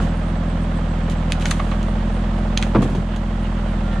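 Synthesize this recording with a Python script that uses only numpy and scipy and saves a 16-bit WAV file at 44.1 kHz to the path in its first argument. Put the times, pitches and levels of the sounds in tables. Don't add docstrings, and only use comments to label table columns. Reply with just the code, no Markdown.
import sys
import numpy as np
from scipy import signal
from scipy.fft import rfft, irfft
from scipy.io import wavfile
from scipy.ndimage import map_coordinates

SR = 44100
rng = np.random.default_rng(int(sys.argv[2]) if len(sys.argv) > 2 else 0)


def master(y):
    cut = np.clip(np.atleast_2d(y).T, -1, 1)
    pcm = np.round(cut * 32767)
    wavfile.write(sys.argv[1], SR, pcm.astype(np.int16))


N = 176400
T, HZ = np.arange(N) / SR, np.arange(N // 2 + 1) * SR / N
CYLINDERS = 3

# t/s, rate/Hz
FIRING_RATE = [(0.0, 41.14), (0.25, 41.65), (0.55, 42.25), (0.8, 41.19), (1.0, 40.83), (1.35, 40.85),
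               (1.6, 41.08), (1.9, 41.94), (2.15, 42.3), (2.45, 42.07), (2.8, 42.37), (3.1, 42.27),
               (3.45, 42.15), (3.75, 41.36), (4.0, 39.71)]
# f/Hz, likeness (0 to 1)
NOISE_LIKENESS = [(250, 0.99), (560, 0.97), (1200, 0.24), (2500, 0.66), (5200, 0.15), (11000, 0.087)]
# f/Hz, likeness (0 to 1)
IMPACT_LIKENESS = [(300, .99), (1000, 0.85), (4000, 0.79), (12000, 0.47)]


def undb(db):
    return 10 ** (np.asarray(db) / 20)


def unit(x):
    return x / np.sqrt(np.mean(x ** 2))


def pan(db):
    return undb(np.array([[.5], [-.5]]) * db)


def by_hz(points):
    hz, values = np.array(points).T
    return np.interp(np.log(HZ + 1), np.log(hz), values)


def causal(db):
    log_gain = np.log(undb(np.r_[db, db[-2:0:-1]]))
    return np.exp(np.conj(signal.hilbert(log_gain)))[:len(db)]


def colour(x, points, tilt_db=0, pivot_hz=1000):
    octaves = np.clip(np.log2((HZ + 1) / pivot_hz), -1, 2)
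    return irfft(rfft(x) * causal(by_hz(points) + tilt_db * octaves), N)


def ears(pair, likeness):
    alike = np.clip(by_hz(likeness), 0, 1)
    mid, side = rfft(pair) * np.sqrt([(1 + alike) / 2, (1 - alike) / 2])
    return irfft([mid + side, mid - side], N)


def burst(decay_s):
    x = rng.standard_normal((2, N)) * np.exp(-np.minimum(T / decay_s, 40))
    return x / np.sqrt(np.sum(x ** 2, axis=1, keepdims=True))


def grains(per_s, scatter_db):
    size = undb(scatter_db * np.minimum(rng.exponential(size=(2, N)), 4))
    return (rng.random((2, N)) < per_s / SR) * rng.choice([-1, 1], (2, N)) * size


def swell(s, length):
    return np.exp(-(2 * (T - s) / length) ** 2)


def delay(x, s):
    return np.concatenate([np.zeros(x.shape[:-1] + (int(s * SR),)), x], axis=-1)[..., :N]


def ring(x, response):
    return signal.fftconvolve(x, response, axes=-1)[:, :N]


def insect(calls, hz, db):
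    band = np.exp(-.5 * ((HZ - hz) / 120) ** 2)
    rasp = unit(irfft(rfft(rng.standard_normal((2, N))) * band, N))
    return undb(db) * rasp * sum(swell(s, length) for s, length in calls)


def insects():
    # t/s, length/s
    chirps = [(.18, .07), (.29, .05), (.5, .04), (.63, 0.057), (.77, 0.076), (1.64, 0.063), (1.89, 0.097),
              (2.16, .1), (2.38, 0.049), (3.43, 0.042), (3.7, 0.061), (3.94, 0.039)]
    pips = [(s, .03) for s in np.arange(.105, 1.25, .134)]
    return insect(pips, hz=7800, db=-57) + insect(chirps, hz=8750, db=-58)


def drone(harmonics, firings):
    multiple, early_db, late_db = np.array(harmonics).T
    phase = np.angle(causal(np.interp(np.arange(128), multiple, (early_db + late_db) / 2)))
    picked_up = np.interp(T, (1.55, 1.75), (0, 1))
    angle = 2 * np.pi * firings / CYLINDERS
    return sum(undb(early + (late - early) * picked_up) * np.cos(k * angle + phase[k])
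               for k, early, late in harmonics)


def exhaust(firings):
    # multiple of the cycle rate, early level/dB, late level/dB
    harmonics = [(3, -22, -21), (6, -27, -28), (8, -42, -43), (9, -37, -36), (10, -39, -37.5),
                 (11, -39, -38), (12, -27.5, -34), (13, -38.5, -38.5), (14, -50, -47), (15, -31.5, -28),
                 (16, -49, -45), (17, -37, -37), (18, -35.5, -39), (19, -45, -51), (22, -46, -48),
                 (24, -47, -45), (38, -46, -53), (39, -46, -44), (42, -46, -45)]
    on_beat = [row for row in harmonics if row[0] % CYLINDERS == 0]
    off_beat = [row for row in harmonics if row[0] % CYLINDERS]
    throb = drone(on_beat[:3], firings - .9)
    pipe = drone(on_beat[3:], firings - .495)
    limp = drone(off_beat, firings - .605)
    strength = undb(1.1 * np.interp(firings, np.arange(256), rng.standard_normal(256)))
    return undb(2.5) * (throb - strength * (pipe + undb(1) * limp)) * pan(-.6)


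def cycle_noise(firings, repeat_share):
    size = int(SR * CYLINDERS / np.mean(np.array(FIRING_RATE)[:, 1]))
    patterns = irfft(np.exp(2j * np.pi * rng.random((2, size // 2 + 1))), size)
    position = firings / CYLINDERS % 1 * size
    repeated = unit(np.array([map_coordinates(p, [position], mode="grid-wrap") for p in patterns]))
    return np.sqrt(repeat_share) * repeated + np.sqrt(1 - repeat_share) * rng.standard_normal((2, N))


def clatter(firings):
    # f/Hz, level/dB
    rattle_tone = [(30, -8), (70, 5), (110, 6), (160, 1), (240, 1), (285, -3), (340, 2.5), (410, -1.5),
                   (570, 2), (720, 1.5), (1000, -3), (1300, -5), (1600, -11), (2300, -17), (3200, -17),
                   (5500, -41), (16000, -74)]
    hiss_tone = [(300, -2.5), (1000, 6), (1800, 3.5), (2400, -4.5), (3200, -4), (4200, -9), (5500, -14.5),
                 (6600, -14.5), (8800, -17.5), (10000, -27), (11500, -40), (16000, -49.5)]
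    knock_tone = [(200, -25), (400, -9), (560, 1), (750, -2), (1100, -7), (1700, -15), (3200, -21),
                  (5500, -38), (16000, -68)]
    cylinder_db = (0.85, -0.7, 0.2)
    # f/Hz, left minus right/dB
    balance = [(250, 0.16), (560, -5), (1100, -6.5), (3400, -6.5), (6000, -4), (11000, -2)]
    stroke = firings - .58
    cylinder = np.round(stroke).astype(int) % CYLINDERS
    pulse = (1 + .23 * np.cos(2 * np.pi * stroke)) * undb(cylinder_db)[cylinder]
    rattle = unit(colour(cycle_noise(firings, repeat_share=.57) * pulse, rattle_tone))
    hiss = unit(colour(rng.standard_normal((2, N)), hiss_tone))
    since_knock = (firings - .24) % CYLINDERS
    knock = unit(colour(np.exp(-since_knock / .28) * rng.standard_normal((2, N)), knock_tone))
    mix = ears(undb(-33.5) * rattle + undb(-40) * hiss + undb(-44) * knock, NOISE_LIKENESS)
    return irfft(rfft(mix) * pan(by_hz(balance)), N)


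def pump_whine(firings):
    # multiple of the firing rate, level/dB, start/s, fully on/s
    tones = [(34.4, -42.5, 3.82, 3.86), (45.2, -43, 3.84, 3.94)]
    return pan(-6) * sum(undb(db) * np.interp(T, (start, full), (0, 1)) * np.sin(2 * np.pi * k * firings)
                         for k, db, start, full in tones)


def tractor():
    # t/s, level/dB
    heard_level = [(0, 3.5), (.15, 0), (1.5, 1), (2.4, 0.8), (2.8, 0.5), (3.06, -2), (3.4, -0.54), (4, 0.3)]
    firings = .46 + np.cumsum(np.interp(T, *np.array(FIRING_RATE).T)) / SR
    engine = exhaust(firings) + clatter(firings) + pump_whine(firings)
    return engine * undb(np.interp(T, *np.array(heard_level).T))


def rubbing(tone):
    return unit(colour(ears(grains(per_s=2300, scatter_db=-1), NOISE_LIKENESS), tone))


def fork_scrapes():
    # t/s, length/s, level/dB
    slips = [(3.138, 0.088, -41), (3.455, 0.056, -40.5), (3.59, .07, -44), (3.685, .05, -43),
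             (3.822, .05, -48), (3.93, .045, -40)]
    # f/Hz, level/dB
    tone = [(400, -18), (1000, 1), (1600, 1), (2400, -5), (2950, 2), (3600, -6), (5500, -24), (16000, -55)]
    return rubbing(tone) * sum(undb(db) * swell(s, length) for s, length, db in slips) * pan(-4)


def crumbling_bark():
    # t/s, length/s, level/dB
    slips = [(0.001, .1, -43), (1.093, 0.06, -39), (1.3, 0.046, -43), (1.403, 0.074, -38),
             (1.452, 0.14, -36.5), (1.55, 0.31, -49), (2.606, 0.12, -44.5), (2.817, 0.048, -36.5),
             (2.854, 0.19, -50)]
    # f/Hz, level/dB
    tone = [(300, -12), (1500, 4), (3200, 8), (5000, -2.5), (7000, 0.5), (10000, -5), (12000, -16.5),
            (16000, -33)]
    stages, shape = np.array([0, .11, .44, 1]), (0, 1, .75, .013)
    loudness = sum(undb(db) * np.interp(T, s + length * stages, shape) for s, length, db in slips)
    return loudness * rubbing(tone) * pan(-3)


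def snapping_fibres():
    # t/s, level/dB, fade time/s, tilt/(dB per octave), left minus right/dB
    breaks = [(1.0985, -13.5, 0.0022, -2.5, -5), (1.3214, 0, 0.0012, -0.5, -1.5), (1.399, -27, .001, 6, -3),
              (1.413, -16, 0.0022, -7, -3), (1.4237, -11, 0.0023, -7, -1), (1.4564, -3, 0.00093, -1.5, -.5),
              (1.4583, -2, 0.0017, -8, 2), (1.465, -16, .0015, 1, 0), (1.481, -14, .003, -1, 0),
              (1.5082, -11.5, 0.0023, 6, 6), (1.5111, -0.5, 0.0027, 3, -4), (1.514, -4, 0.0032, -7, 5),
              (1.522, -9, 0.0039, -3, 0), (1.596, -10.5, 0.0035, -9.5, 1), (1.5998, -7.5, 0.0041, -10, -3),
              (1.713, -8.5, 0.016, -9, -9.5), (1.83, -20, .0005, 1, -2), (2.573, -7, 0.0017, -9, -6),
              (2.5753, 4.5, 0.0011, -2, -0.5), (2.582, -18, .002, 1, 1), (2.6155, -14, .002, -2, -2),
              (2.6261, 1, 0.0019, -2.5, -1), (2.631, -4.5, 0.0038, -10, -1.5),
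              (2.827, -8.5, 0.012, -8.5, -5), (2.95, -13, 0.018, -3, -4), (3.162, -18, 0.0023, 2.5, 0)]
    # f/Hz, level/dB
    tone = [(100, -30), (600, -19), (1100, -8), (1700, -1.5), (2300, -1.5), (2850, 2.5), (3400, 0),
            (3900, 1.5), (4700, -5), (5450, -10), (6400, -1), (8000, -12), (9400, -9.5), (10500, -19),
            (12000, -29), (16000, -39)]
    snaps = np.zeros((2, N))
    for s, db, decay_s, tilt_db, pan_db in breaks:
        fibres = grains(per_s=700, scatter_db=2.5) * np.exp(-np.minimum(T / .01, 20))
        fibres /= np.sqrt(np.sum(fibres ** 2) / 2)
        snap = ears(undb(-2.5) * burst(decay_s) + undb(-11) * fibres, IMPACT_LIKENESS)
        snap[:, 0] -= np.exp(-decay_s / .0019)
        snaps += delay(colour(snap, tone, tilt_db, pivot_hz=2780), s) * undb(10 + db) * pan(pan_db)
    bounce = undb(-16) * delay(snaps, .0061)
    return snaps + bounce + undb(-10.5) * ring(snaps, burst(decay_s=.011))


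def board(tones, tilt_db=0, pitch=1):
    tunings = pitch * (1 + .015 * rng.standard_normal(len(tones)))
    sound = np.zeros(N)
    for k, ((hz, db, ring_s), tuning) in enumerate(zip(tones, tunings)):
        fade = undb(db + tilt_db * np.log2(hz / 250) - 60 * np.minimum(T / ring_s, 2))
        sound += (-1) ** k * fade * np.sin(2 * np.pi * hz * tuning * T)
    return sound


def board_clacks():
    # t/s, level/dB
    hits = [(1.514, -25), (1.596, -33), (1.5988, -20), (1.612, -30), (1.714, -29), (1.721, -26.5)]
    # f/Hz, level/dB, time to fade by 60 dB/s
    tones = [(710, -10.5, 0.048), (1090, 1, 0.04), (1210, 1, 0.045), (1340, -9, 0.027), (2160, -8, 0.03)]
    return sum(undb(db) * delay(board(tones), s) for s, db in hits) * pan(-4)


def landing_slabs():
    # t/s, level/dB, tilt/(dB per octave), pitch ratio
    blows = [(.001, -12, 2, 1.15), (2.7485, 0.5, -0.5, 0.95), (2.752, .5, 0, 0.99), (2.758, -1, 2, 0.99),
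             (2.767, -6, 0.5, .95), (2.782, -1, -7.5, .93), (2.803, -5.5, -7.5, 1.1),
             (2.8246, -1, -2.5, 1.04), (2.852, -5.5, -2, .92), (2.89, -7, -4, 1.1),
             (2.931, -8.5, -3.5, 0.98), (2.946, -5, -7, 1.06), (2.976, -5.5, -9.5, 0.87)]
    # f/Hz, level/dB, time to fade by 60 dB/s
    tones = [(134, -2, 0.19), (176, -0.5, 0.24), (220, 0.5, 0.13), (292.5, -2, 0.16), (358, 0.5, 0.13),
             (471, -0.5, 0.12), (540, -3.5, .1), (615, -7, 0.11), (686, -4, 0.085), (930, -9, 0.054),
             (1044, -5, 0.071), (1140, -3.5, 0.061), (1295, -12, .068), (1663, -12, 0.074)]
    # f/Hz, level/dB
    thud_tone = [(50, -29), (140, -4), (290, -6), (420, -1), (700, -1), (1100, -3.5), (1600, -11),
                 (3400, -24), (5000, -37), (16000, -74)]
    rumble_tone = [(50, -19), (120, -1), (200, 2.5), (330, -5.5), (600, -19), (1500, -32.5), (16000, -72)]
    knocks = np.zeros((2, N))
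    for s, db, tilt_db, pitch in blows:
        thud = colour(ears(burst(decay_s=.0049), IMPACT_LIKENESS), thud_tone, tilt_db, pivot_hz=248)
        rumble = colour(burst(decay_s=.038)[0], rumble_tone)
        hollow = board(tones, tilt_db, pitch)
        knocks += undb(db) * delay(undb(-21) * hollow + undb(19.5) * thud + undb(29.5) * rumble, s)
    return knocks


def scene():
    wood = snapping_fibres() + crumbling_bark() + landing_slabs() + board_clacks() + fork_scrapes()
    background = insects() + tractor()
    tree_echo = undb(-18) * ring(wood, delay(burst(decay_s=.048), .012))
    return background + wood + tree_echo


def record(dry):
    return signal.sosfilt(signal.ellip(8, .2, 70, 15800, fs=SR, output="sos"), dry)


dry = scene()
out = record(dry)
master(out)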